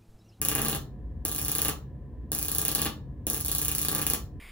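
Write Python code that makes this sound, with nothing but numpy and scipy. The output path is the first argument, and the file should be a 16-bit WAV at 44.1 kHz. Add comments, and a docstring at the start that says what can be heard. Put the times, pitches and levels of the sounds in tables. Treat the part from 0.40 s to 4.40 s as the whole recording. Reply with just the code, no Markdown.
"""A faint low hum fills a small room, where a phone listens near a workbench. Almost at once a
high-voltage arc starts to crackle: it strikes on every second mains cycle and relights twice after each
strike. Each spark is a bright snap plus a duller pop that grows as the arc lengthens; the bench rings
and the walls echo. The arc is drawn three more times, at about 0.85, 1.9 and 2.9 seconds, each time
starting with a dull thump. The last arc stumbles twice and stops just before 3.8 seconds."""
import sys
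import numpy as np
from scipy import signal
from scipy.fft import rfft, irfft
from scipy.io import wavfile
from scipy.ndimage import uniform_filter1d

SR = 44100
rng = np.random.default_rng(int(sys.argv[2]) if len(sys.argv) > 2 else 0)


def to_wav(sig):
    """Store sig (one row per channel, or 1-D mono) as 16-bit WAV at the path in sys.argv[1].

    Samples outside -1..1 are clipped; the rate is SR.
    """
    pcm = np.clip(np.atleast_2d(sig), -1, 1) * 32767
    pcm = np.round(pcm).astype(np.int16)
    wavfile.write(sys.argv[1], SR, pcm.T)  # frames by channels


N = 176400  # 4 seconds


def undb(db):
    """Turn decibels into a plain multiplier."""
    return 10 ** (np.asarray(db) / 20)

def along(table, hz):
    """Read a table of frequencies and values, sliding between its rows by musical pitch."""
    freqs, values = np.array(table, float).T
    return np.interp(np.log(np.maximum(hz, 1)), np.log(freqs), values)

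def colour(x, tone):
    """Shape a sound with a table of Hz and dB; any ringing comes after a click, never before."""
    gain = undb(along(tone, np.fft.rfftfreq(2 * N, 1 / SR)))
    cepstrum = irfft(np.log(gain))
    cepstrum[1:N] *= 2  # fold the early half of the filter onto the late half
    cepstrum[N + 1:] = 0
    return irfft(rfft(x, 2 * N) * np.exp(rfft(cepstrum)))[..., :N]

def crisp(x, tone):
    """Shape a sound with a table of Hz and dB, delaying nothing, so clicks stay short."""
    gain = undb(along(tone, np.fft.rfftfreq(2 * N, 1 / SR)))
    return irfft(rfft(x, 2 * N) * gain)[:N]

def clicks(times, gains):
    """One tiny click at each time."""
    samples = np.round(np.asarray(times) * SR).astype(int)
    return np.bincount(np.clip(samples, 0, N - 1), gains, N)

def wander(rate):
    """A slow random drift, typically about 1 up or down."""
    step = int(SR / rate)
    return uniform_filter1d(np.repeat(rng.standard_normal(N // step + 2), step), step)[:N]


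# The tone of the room's rumble. Each row: frequency in Hz, relative level in dB.
RUMBLE_TONE = [(20, -47.5), (32, -31), (50, -2.5), (75, -3), (105, -10.5), (140, -13.5), (180, -15.5),
               (270, -18.5), (380, -27), (520, -30), (800, -46), (1000, -40), (1400, -59.5), (1750, -46.5),
               (2100, -59), (3200, -64.5), (6000, -80.5)]

def rumble(level_db=-40.5, side_db=-15):
    """The room rumbles softly, almost the same on the left and right."""
    shared, side = colour(rng.standard_normal((2, N)), RUMBLE_TONE)
    stereo = shared + undb(side_db) * np.array([side, -side])
    return stereo * undb(level_db) / np.std(shared)


# The steady notes of the equipment. Each row: frequency in Hz, level in dB.
HUM_NOTES = [(55, -50.5), (136, -52.5), (296, -65), (431, -70), (721, -74.5), (1012, -77), (1690, -84.5),
             (1798, -88.5)]

def hum(waver_db=4.5, drift_hz=1.5):
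    """The equipment hums and thinly whines, each note wavering in loudness and pitch."""
    sound = 0
    for hz, db in HUM_NOTES:
        gain = np.sqrt(2) * undb(db + waver_db * wander(6.8))
        cycles = np.cumsum(hz + drift_hz * wander(12)) / SR
        sound += gain * np.sin(2 * np.pi * cycles)
    return sound


# Unbroken runs of strikes; the last three make the fourth arc. Each row: start and end in seconds.
STRIKE_RUNS = [(.0167, .37), (.85, 1.30), (1.9167, 2.47), (2.8667, 3.02), (3.05, 3.63), (3.6667, 3.755)]
# How the arcs change; the pop follows the arc's length.
# Each row: time in seconds, relative snap level in dB, relative pop level in dB.
ARC_LEVELS = [(.01, -2, 1), (0.11, -17.5, 5), (0.188, -21.5, 5), (0.262, -17, 4), (0.361, -21, 0),
              (0.848, -20, -3), (0.958, -20, -4.5), (1.049, -18.5, -1.5), (1.146, -11.5, 0),
              (1.241, -15, 3), (1.299, -12.5, 5.5), (1.908, -17, -1), (2.023, -25, -9), (2.09, -15.5, -1.5),
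              (2.18, -15.5, 0.5), (2.318, -17.5, -1.5), (2.39, -22, 6), (2.467, -18, -7),
              (2.859, -14, -1.5), (2.929, -18, 0), (3.011, -27.5, -10.5), (3.059, -18, -5.5),
              (3.148, -14, -1), (3.271, -15.5, -3), (3.42, -15, -3.5), (3.517, -17.5, 6), (3.617, -17, 2.5),
              (3.669, -13, 5), (3.751, -12, -13)]
# Hard cracks, where the gap holds off longer. Each row: start in seconds, relative snap level in dB.
HARD_CRACKS = [(0.0166, -13), (0.0507, -13.5), (0.0859, -10), (0.152, -12), (0.2181, -14.5),
               (0.2845, -14.5), (0.8515, -14), (1.1515, -14.5), (1.184, -14.5), (1.2182, -11),
               (1.2836, -13.5), (1.9188, -15), (1.95, -16), (2.1845, -11.5), (2.2167, -15), (2.2516, -13.5),
               (2.2828, -12), (2.3504, -10.5), (2.418, -13), (2.8687, -14.5), (2.9006, -13.5),
               (3.049, -18.5), (3.1167, -13.5), (3.283, -13), (3.4849, -13), (3.5501, -13), (3.6672, -11.5),
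               (3.7007, -11.5), (3.7357, -12)]
# The two relights after a strike.
# Each row: delay in seconds, relative snap level in dB, change in pop level in dB.
RELIGHTS = [(.0067, -25.5, -1), (.0132, -23.5, -2)]
MAINS_HZ, USUAL_SNAP_DB = 60, -16

def sparks(snap_scatter_db=3, pop_scatter_db=2.3, relight_growth=.93):
    """List each spark's time, snap level and pop level: a strike every second cycle, then relights."""
    rows, cracks = [], np.array(HARD_CRACKS)
    when, snap_levels, pop_levels = np.array(ARC_LEVELS).T
    beats = np.concatenate([np.arange(start, end, 2 / MAINS_HZ) for start, end in STRIKE_RUNS])
    for beat in beats:
        time_luck, _, pop_luck = rng.standard_normal(3)
        strike_db = np.interp(beat, when, snap_levels)
        # stronger strikes come a little later in the cycle
        start = beat + .00018 * (strike_db - USUAL_SNAP_DB) + .0002 * time_luck
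        crack_start, crack_db = cracks[np.argmin(abs(cracks[:, 0] - beat))]
        if abs(crack_start - beat) < 1 / MAINS_HZ:
            start, strike_db = crack_start, crack_db
        pop_db = np.interp(start, when, pop_levels) + .5 * pop_scatter_db * pop_luck
        rows.append((start, strike_db, pop_db))
        # a hard crack leaves the air hot, so it relights more quietly
        softer_db = .6 * max(strike_db - USUAL_SNAP_DB, 0)
        for delay, relight_db, change_db in RELIGHTS:
            time_luck, snap_luck, pop_luck = rng.standard_normal(3)
            snap_db = relight_db - softer_db + snap_scatter_db * snap_luck
            length_db = relight_growth * np.interp(beat + delay, when, pop_levels)
            pop_db = length_db + change_db + pop_scatter_db * pop_luck
            rows.append((start + delay + .0003 * time_luck, snap_db, pop_db))
    return np.array(rows).T


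# The bright tone of a snap. Each row: frequency in Hz, boost or cut in dB.
SNAP_TONE = [(100, -26.5), (1000, -34), (2200, -20.5), (3500, -20), (5500, -13), (7500, -8), (8500, -16.5),
             (9800, -1.5), (12000, -4), (13600, 2), (15500, -1), (16500, -27)]

def snaps(starts, levels_db, gain_db=20):
    """The air gap breaks down with a sharp snap at each spark."""
    return crisp(clicks(starts, undb(levels_db + gain_db)), SNAP_TONE)


# Heavy pops of the stretched, breaking arc. Each row: start in seconds, relative level in dB.
HEAVY_POPS = [(.123, 7.5), (.19, 6), (.1965, 9.5), (.257, 4.5), (.263, 8.5), (.3235, 4.5), (.33, 7),
              (.35, 6), (.3575, 4.5), (1.19, 3), (1.2575, 6), (1.29, 9), (1.297, 8), (2.29, 3.5), (2.39, 2),
              (2.424, 5.5), (2.457, 8), (2.4635, 10.5), (2.467, 6), (3.497, 4), (3.5305, 5.5), (3.5575, 5),
              (3.708, 4), (3.7145, 5), (3.7365, 8), (3.747, 4)]
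# The tone of a pop, and of its raspy edge. Each row: frequency in Hz, boost or cut in dB.
POP_TONE = [(50, -12.5), (130, 5), (280, 3), (480, -1), (680, -6), (1150, -1.5), (1430, -6.5), (1700, -3),
            (2050, -6), (2900, 1), (4500, -9), (7000, -31.5), (10000, -10), (16000, -27)]
RASP_TONE = [(500, -31), (2000, -12), (3000, 6.5), (4200, 1.5), (6000, -5.5), (9000, -14), (16000, -36.5)]
# The rasp, harshest as the third arc stretches. Each row: time in seconds, boost or cut in dB.
RASP_AMOUNT = [(0, -20.5), (.4, -8), (.9, -6), (1.15, -3), (1.3, -29), (1.9, -16), (2.199, -7), (2.42, 0.5),
               (2.465, -16), (2.85, -6.5), (3.4, -3.5), (3.75, -15.5)]

def pops(starts, levels_db, gain_db=-7, parts=4, spread_s=.0003):
    """Hot air bursts outward; the parts of the spark's crooked path are heard one after another."""
    # a heavy pop replaces any ordinary pop within 3 milliseconds
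    ordinary = abs(starts[:, None] - np.array(HEAVY_POPS)[:, 0]).min(axis=1) > .003
    starts, levels_db = np.vstack([np.c_[starts, levels_db][ordinary], HEAVY_POPS]).T
    delays = spread_s * rng.random((len(starts), parts)).T
    bursts = sum(clicks(starts + delay, undb(levels_db + gain_db)) for delay in delays) / parts
    rasp_db = np.interp(np.arange(N) / SR, *np.array(RASP_AMOUNT).T)
    return colour(bursts, POP_TONE) + colour(bursts * undb(rasp_db), RASP_TONE)


# The notes the bench rings at. Each row: frequency in Hz, width in Hz, dB against the plain sound.
BENCH_NOTES = [(285, 50, -11), (480, 50, -5), (790, 70, 0), (1150, 60, 0), (1292, 40, 4), (1640, 60, 0),
               (1760, 50, 0), (2480, 25, -1), (2780, 50, -1), (3030, 40, 2), (3510, 30, 4), (3652, 20, 1),
               (4060, 35, 0), (4200, 50, -2), (5560, 55, -2), (5930, 40, -1)]

def bench():
    """The bench and its gear ring with every spark: a filter that adds narrow notes to the sound."""
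    hz = np.fft.rfftfreq(N, 1 / SR)
    return 1 + sum(undb(db) * 1j * hz * width / (note ** 2 - hz ** 2 + 1j * hz * width)
                   for note, width, db in BENCH_NOTES)


# How long the room's echo lasts. Each row: frequency in Hz, seconds to fade by 60 dB.
TAIL_FADE = [(150, 0.28), (800, 0.35), (2500, 0.2272), (5500, 0.2741), (10000, 0.167), (15000, 0.2152)]
# How strong that echo is. Each row: frequency in Hz, boost or cut in dB.
TAIL_TONE = [(150, 4), (1000, 2), (4000, 2.5), (7500, 1.5), (10000, -2.3), (15000, -3.8)]

def echo_tails(hz, build_s=.003):
    """Countless wall echoes blur into fading noise; gives the spectra of two such tails."""
    t = np.arange(N) / SR
    noise, tails = rfft(rng.standard_normal((2, N))), 0
    edges = np.geomspace(40, SR / 2, 15)
    for low, high in zip(edges, edges[1:]):
        band = irfft(noise * (hz >= low) * (hz < high), N)
        fade_s = along(TAIL_FADE, np.sqrt(low * high))
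        shape = undb(-60 * t / fade_s) * (1 - np.exp(-t / build_s))
        tails += band * shape / np.linalg.norm(shape)
    return rfft(tails) * undb(along(TAIL_TONE, hz))


# Quick echoes off bench, gear and wall. Each row: delay in seconds, dB against the direct sound.
NEAR_ECHOES = [(.00045, -10), (.0011, -17), (.0018, -14), (.0025, -15), (.0036, -19), (.0062, -14),
               (.0093, -14), (.011, -18)]
# How wide the tail sounds. Each row: frequency in Hz, share from 0 to 1 that differs between the ears.
TAIL_WIDTH = [(100, 0.1), (300, 0.05), (700, 0.4), (1300, 0.33), (2200, 0.3), (6000, 0.47)]
LEFT_BOOST_DB = .66

def room(treble_hz=8300, low_lead_s=.00007, treble_lead_s=.000186):
    """A stereo filter of direct sound and echoes; lows reach the left first, treble the right."""
    hz = np.fft.rfftfreq(N, 1 / SR)
    delays, db = np.array(NEAR_ECHOES).T
    near = 1 + rfft(clicks(delays, undb(db)))
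    tail, side_tail = echo_tails(hz)
    width = along(TAIL_WIDTH, hz)
    shared = near + np.sqrt(1 - width) * tail
    side = np.sqrt(width) * side_tail
    low_lead = np.exp(2j * np.pi * hz * low_lead_s)
    treble_lead = np.exp(2j * np.pi * hz * treble_lead_s)
    lows = np.array([(shared + side) * low_lead * undb(LEFT_BOOST_DB), shared - side])
    treble = np.array([near + tail, (near + tail) * treble_lead])
    treble_share = 1 / (1 + (treble_hz / np.maximum(hz, 1)) ** 24)
    return lows * (1 - treble_share) + treble * treble_share


# The thumps of lighting the arc. Each row: start in seconds, relative level in dB.
LIGHTING_THUMPS = [(.852, 2), (1.918, 2.5), (2.869, 3)]
# Their dull tone. Each row: frequency in Hz, boost or cut in dB.
THUMP_TONE = [(60, -10), (180, -7), (280, 3), (480, -3), (750, -4), (1500, -28), (5000, -51)]

def thumps():
    """A dull thump as the second, third and fourth arcs are lit."""
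    starts, db = np.array(LIGHTING_THUMPS).T
    return colour(clicks(starts, undb(db)), THUMP_TONE)


def scene(hiss_db=-83):
    """The arc rings the bench and echoes in the room, over rumble, hum and faint microphone hiss."""
    starts, snap_db, pop_db = sparks()
    arc = snaps(starts, snap_db) + pops(starts, pop_db) + thumps()
    # put time zero in the middle so slightly early sound fits, then trim that delay off
    echoes = np.fft.fftshift(irfft(room() * bench(), N), axes=1)
    heard = signal.fftconvolve(arc[None], echoes, axes=1)[:, N // 2:N // 2 + N]
    lean_left = undb(np.array([[LEFT_BOOST_DB], [-LEFT_BOOST_DB]]) / 2)
    background = (rumble() + hum()) * lean_left
    hiss = undb(hiss_db) * rng.standard_normal((2, N))
    return heard + background + hiss

def record(dry):
    """The phone cuts the treble above 16700 Hz and flattens any peak that is too loud."""
    treble_cut = signal.ellip(8, .1, 40, 16700, fs=SR, output="sos")
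    return np.clip(signal.sosfiltfilt(treble_cut, dry), -1, 1)


dry = scene()
out = record(dry)
to_wav(out)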